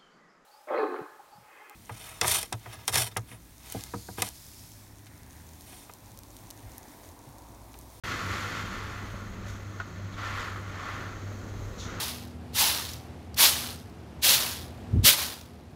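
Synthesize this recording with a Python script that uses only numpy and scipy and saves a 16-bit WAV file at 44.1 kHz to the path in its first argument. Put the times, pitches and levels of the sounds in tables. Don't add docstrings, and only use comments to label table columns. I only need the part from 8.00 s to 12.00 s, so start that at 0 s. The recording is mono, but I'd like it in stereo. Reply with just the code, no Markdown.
import sys
import numpy as np
from scipy import signal
from scipy.fft import rfft, irfft
from scipy.io import wavfile

SR = 44100
rng = np.random.default_rng(int(sys.argv[2]) if len(sys.argv) > 2 else 0)


def dump_mix(stems):
    frames = np.atleast_2d(stems).T
    limited = np.clip(frames, -1, 1)
    pcm = np.round(limited * 32767).astype(np.int16)
    wavfile.write(sys.argv[1], SR, pcm)


N = 176400
T = np.arange(N) / SR
FREQS = np.fft.rfftfreq(N, 1 / SR)
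SIDES = np.array([[1], [-1]])

# t/s, level/dB
SHEET_ENVELOPE = [(.04, -37), (.12, -33), (.18, -36), (.23, -35), (.275, -37), (.34, -33), (.39, -35),
                  (.43, -34.5), (.51, -36.5), (.585, -34.5), (.68, -39.5), (.74, -37.5), (.86, -39),
                  (1.0, -39.5), (1.25, -46.5), (1.42, -47.5), (1.5, -44), (1.65, -49.5), (1.9, -49.5),
                  (2.1, -48.5), (2.16, -48), (2.185, -36), (2.27, -32.5), (2.33, -35.5), (2.4, -33),
                  (2.46, -35), (2.52, -38), (2.63, -44), (2.77, -37.5), (2.9, -34), (2.96, -36.5),
                  (3.01, -37), (3.14, -43), (3.25, -48), (3.55, -59), (3.78, -56), (3.9, -39.5),
                  (4.0, -40.5)]
# f/Hz, level/dB
GLASS_EQ = [(200, -24), (450, -12.5), (870, -6.5), (1020, -3.5), (1150, 1), (1400, 3.5), (1560, -0.5),
            (1660, -1.5), (1780, -3), (2020, -1.2), (2400, -10), (3300, -11), (4300, -14), (5200, -20),
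            (7000, -20), (8000, -31.5), (8800, -38), (12500, -37.5), (15000, -47)]
# f/Hz, relative level/dB, t60/s
PANE_MODES = [(1117, -15, 0.17), (1202, -17, .07), (1385, -6.5, 0.027), (1540, -31, 0.09),
              (1775, -14, 0.14), (2297, -23, 0.14), (2516, -35, 0.13), (2610, -27, 0.15), (2990, -33, 0.13),
              (3190, -28.5, 0.12), (3420, -26, 0.075), (3660, -31, 0.23)]
# t/s, gain/dB
SHEET_TREBLE = [(0, 5.5), (.6, 5), (1.0, -1.5), (1.5, -0.5), (2.2, -0.5), (2.39, 1), (2.5, -2), (2.9, -4),
                (3.3, -3), (4, -4.5)]
# t/s, left minus right/dB
SHEET_PAN = [(0, -0.96), (1.3, -0.69), (2.2, 0.56), (2.55, 0.45), (3.1, -1.1), (4, -.8)]
# f/Hz, left minus right/dB
RAIN_BAND_PAN = [(300, 7.5), (700, -9.5), (1100, 0.5), (1400, 0.5), (1900, -4), (2400, 1.5), (3100, 4),
                 (4200, -4), (6700, -4.5), (8000, 4.5), (10000, -1.5), (14000, -4)]
# f/Hz, left-right correlation
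CORRELATION = [(30, 1), (90, 0.9), (300, 0.91), (500, 0.64), (750, 0.15), (1000, -0.14), (1750, -0.16),
               (2300, 0.3), (3000, -0.0041), (15000, 0.04)]
# t/s, level/dB
SIZZLE_ENVELOPE = [(0, -53.5), (.25, -56), (.4, -53.5), (.7, -60), (1.14, -61.5), (1.25, -63.5),
                   (1.44, -70), (1.485, -59), (1.6, -65), (2.05, -72), (2.4, -57.5), (2.55, -62),
                   (2.75, -67.5), (2.98, -61.5), (3.15, -69), (3.8, -64.5), (4, -72)]
# f/Hz, level/dB
SIZZLE_EQ = [(4000, -35), (7500, 1), (9500, -0.5), (12500, -1), (15000, -4.5)]
# t/s, level/dB
WIND_ENVELOPE = [(0, -41.5), (.35, -40.5), (.7, -44), (1.0, -45), (1.45, -46.5), (1.7, -46.5), (2.1, -46),
                 (2.45, -46), (2.8, -44.5), (3.1, -44), (3.35, -42.5), (3.75, -42.2), (4, -40.5)]
# f/Hz, level/dB
ROAR_EQ = [(20, -30), (60, -10), (95, -3.5), (125, -6.5), (200, -5), (300, -8), (500, -12), (800, -16.5),
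           (1200, -17.5), (2500, -30), (8000, -54)]
# f/Hz, level/dB
HISS_EQ = [(300, -32), (850, -7), (1350, 0.5), (2000, -4.5), (2400, -11.5), (3300, -8), (5200, -13.5),
           (6600, -8.5), (7600, -16.5), (8900, -32.5), (12500, -24.5), (15000, -28)]
# t/s, level/dB
RUMBLE_ENVELOPE = [(0, -49.5), (.35, -44.5), (.6, -48), (.85, -43.5), (.93, -45), (1.02, -46), (1.42, -47),
                   (1.52, -48), (1.7, -48.5), (2.1, -50.5), (2.42, -44.5), (2.7, -51), (3.2, -49),
                   (3.7, -40.5), (4, -47)]
# f/Hz, level/dB
RUMBLE_EQ = [(10, -23), (20, -22), (38, 2), (48, -9.5), (66, 0.5), (85, -9), (130, -11), (400, -60)]
# t/s, level/dB
DRONE_ENVELOPE = [(0, -42), (.19, -51), (.265, -35), (.33, -35), (.375, -46), (.455, -34.5), (.54, -56),
                  (.6, -38), (.75, -53), (.82, -37.5), (.92, -47.5), (1.02, -41), (1.4, -46), (1.48, -37),
                  (1.6, -44), (1.68, -39.5), (1.93, -46.5), (2.06, -36.5), (2.13, -44.5), (2.3, -41),
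                  (2.45, -43), (2.57, -40.5), (2.76, -41), (2.88, -49), (2.95, -40.5), (3.13, -46),
                  (3.26, -37), (3.41, -43), (3.46, -47), (3.52, -37), (3.59, -41), (3.68, -35.5),
                  (3.735, -52.5), (3.87, -39), (3.93, -50), (4, -35)]
# t/s, level/dB
KNOCK_CUES = [(.332, -37), (1.141, -27.5), (1.382, -37), (1.416, -41), (1.467, -33.5), (1.995, -34)]
# f/Hz, relative level/dB, t60/s
FRAME_MODES = [(106, -6, 0.072), (210, -4.5, 0.06), (566, -11, 0.066)]
# peak t/s, Gaussian half width/s, f/Hz, level/dB
MOAN_CUES = [(0.718, 0.085, 199, -47.5), (1.35, 0.19, 201.6, -46), (2.053, 0.14, 177, -48.5)]
# t/s, level/dB, decay/s, tilt/(dB per octave)
SPRAY_CUES = [(1.455, -49.5, 0.079, 1), (2.11, -46.5, .025, -12.5), (2.17, -47, .04, -12),
              (2.36, -45.5, 0.027, -13), (3.775, -39.5, 0.079, -1)]
# f/Hz, level/dB
SPRAY_EQ = [(1000, -18), (2500, -11), (3700, 2.5), (4800, -3), (5900, 2.5), (7000, 2), (8000, -14),
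            (9000, -17), (15000, -27)]
# t/s, level/dB, f/Hz
TAP_CUES = [(1.7994, -20, 1445), (2.5578, -28.5, 1290), (2.5725, -32.5, 1250)]
# pitch ratio, relative level/dB, t60/s, right-channel lag/s
TAP_PARTIALS = [(.47, -23, .07, 0), (.74, -20, .07, .0001), (.88, -15, .07, .0001), (1, -2.5, .07, .0002),
                (1.08, -15, .08, .0002), (1.28, -13, .07, .0002), (2.43, -26, .04, 0)]


def from_db(db):
    return 10 ** (np.asarray(db) / 20)


def unit_rms(x):
    return x / np.sqrt(np.mean(x ** 2) + 1e-20)


def envelope(rows):
    return np.interp(T, *np.transpose(rows))


def per_band(rows):
    hz, value = np.transpose(rows)
    return np.interp(np.log(FREQS + 1), np.log(hz), value)


def drift(rate_hz):
    step = 40
    pole = np.exp(-2 * np.pi * rate_hz * step / SR)
    noise = rng.standard_normal(N // step + 2002)
    slow = signal.lfilter([1], [1, -2 * pole, pole * pole], noise)[2000:]
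    return np.interp(np.arange(N) / step, np.arange(len(slow)), unit_rms(slow))


def ring(t, hz, t60):
    return (t >= 0) * from_db(-60 * np.maximum(t, 0) / t60) * np.sin(2 * np.pi * hz * t)


def stereo(pair, panned=True):
    mid, side = rfft(pair)
    alike = np.clip(per_band(CORRELATION), -.99, .99)
    left_right = np.sqrt(1 + alike) * mid + SIDES * np.sqrt(1 - alike) * side
    pan_db = SIDES * per_band(RAIN_BAND_PAN) / 2 * panned
    return irfft(left_right * from_db(pan_db), N) / np.sqrt(2)


def equalise(x, curve, tilt_db=0):
    octaves = np.log2(np.maximum(FREQS, curve[0][0]))
    return unit_rms(irfft(rfft(x) * from_db(per_band(curve) + tilt_db * octaves), N))


def patter(per_s, spread_db, spots=4, t60=.047):
    t = T[:SR // 16]
    snap_and_tail = 3 * np.exp(-t / .00084) + from_db(-60 * t / t60)
    out = 0
    for _ in range(spots):
        sizes = from_db(spread_db * np.minimum(rng.exponential(1, N), 5))
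        polarity = rng.choice([-1, 1], N)
        lands = rng.random(N) < per_s / spots / SR
        clicks = sizes * polarity * lands / np.sqrt(per_s)
        impact = rng.standard_normal((2, len(t))) * snap_and_tail
        out = out + signal.fftconvolve(clicks[None], impact, axes=1)[:, :N]
    return unit_rms(out)


def rain_on_glass(shelf_hz=2400):
    level_db = envelope(SHEET_ENVELOPE)
    drops_per_s = 4500 * from_db(.6 * (level_db + 38))
    drops = patter(drops_per_s, spread_db=1.5, spots=12)
    pane = sum(from_db(db - 21.5) * ring(T[:SR // 6], hz, t60) for hz, db, t60 in PANE_MODES)
    ringing = signal.fftconvolve(drops[::-1], pane[None], axes=1)[:, :N]
    rain = stereo(equalise(drops, GLASS_EQ) + ringing)
    treble = irfft(rfft(rain) * FREQS ** 2 / (FREQS ** 2 + shelf_hz ** 2), N)
    shelved = rain + treble * (from_db(envelope(SHEET_TREBLE)) - 1)
    return shelved * from_db(level_db + SIDES * envelope(SHEET_PAN) / 2)


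def sizzle():
    droplets = equalise(patter(per_s=1500, spread_db=1), SIZZLE_EQ)
    return stereo(droplets) * from_db(envelope(SIZZLE_ENVELOPE))


def wind_roar(flutter_db=.95):
    roar = stereo(equalise(rng.standard_normal((2, N)), ROAR_EQ), panned=False)
    return roar * from_db(envelope(WIND_ENVELOPE) + flutter_db * drift(rate_hz=23))


def distant_rain(level_db=-51, wind_share=.63):
    wind_db = envelope(WIND_ENVELOPE)
    hiss = stereo(equalise(patter(per_s=5000, spread_db=.5), HISS_EQ))
    return hiss * from_db(level_db + wind_share * (wind_db - wind_db.mean()))


def rumble():
    pressure = equalise(rng.standard_normal((2, N)), RUMBLE_EQ)
    return stereo(pressure, panned=False) * from_db(envelope(RUMBLE_ENVELOPE))


def drone(pitch_hz=98.7, wander_hz=1.59, flutter_db=1.2):
    hz = pitch_hz + wander_hz * drift(rate_hz=9.1)
    tone = np.sqrt(2) * np.sin(2 * np.pi * np.cumsum(hz) / SR)
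    return tone * from_db(envelope(DRONE_ENVELOPE) + flutter_db * drift(rate_hz=17))


def knocks():
    return sum(from_db(db + mode_db) * ring(T - start, hz, t60)
               for start, db in KNOCK_CUES for hz, mode_db, t60 in FRAME_MODES)


def moans(width_hz=40):
    out = 0
    for peak_s, half_s, hz, db in MOAN_CUES:
        band = signal.butter(2, [hz - width_hz / 2, hz + width_hz / 2], "band", fs=SR, output="sos")
        voice = unit_rms(signal.sosfilt(band, rng.standard_normal(N)))
        swell = np.exp(-((T - peak_s) / half_s) ** 2 / 2)
        out = out + from_db(db) * swell * voice
    return out


def sprays(attack_s=.029):
    mist = patter(per_s=4000, spread_db=-2)
    out = 0
    for start, db, decay_s, tilt_db in SPRAY_CUES:
        attack = np.clip((T - start) / attack_s, 0, 1)
        decay = np.exp(-np.maximum(T - start - attack_s, 0) / decay_s)
        out = out + from_db(db) * attack * decay * equalise(mist, SPRAY_EQ, tilt_db)
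    return stereo(out)


def taps(attack_s=.0008, splash_db=-12.5, splash_s=.018, lowpass_hz=7000, pan_db=2):
    wet_noise = equalise(rng.standard_normal((2, N)), GLASS_EQ, tilt_db=-2)
    out = 0
    for start, db, hz in TAP_CUES:
        t = T - start
        body = sum((-1) ** k * from_db(mode_db) * ring(np.array([t, t - lag]), ratio * hz, t60)
                   for k, (ratio, mode_db, t60, lag) in enumerate(TAP_PARTIALS))
        splash = from_db(splash_db) * wet_noise * np.exp(-np.abs(t) / splash_s)
        attack = np.clip(t / attack_s, 0, 1)
        out = out + from_db(db) * attack * (body + splash)
    softened = signal.sosfilt(signal.butter(2, lowpass_hz, fs=SR, output="sos"), out)
    return softened * from_db(SIDES * pan_db)


def scene():
    bed = rain_on_glass() + sizzle() + wind_roar() + distant_rain() + rumble() + drone()
    return bed + knocks() + moans() + sprays() + taps()


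def record(dry):
    silence_s, fade_s, cutoff_hz = .036, .003, 15600
    faded_in = dry * np.clip((T - silence_s) / fade_s, 0, 1)
    return signal.sosfilt(signal.ellip(10, .2, 80, cutoff_hz, fs=SR, output="sos"), faded_in)


dry = scene()
out = record(dry)
dump_mix(out)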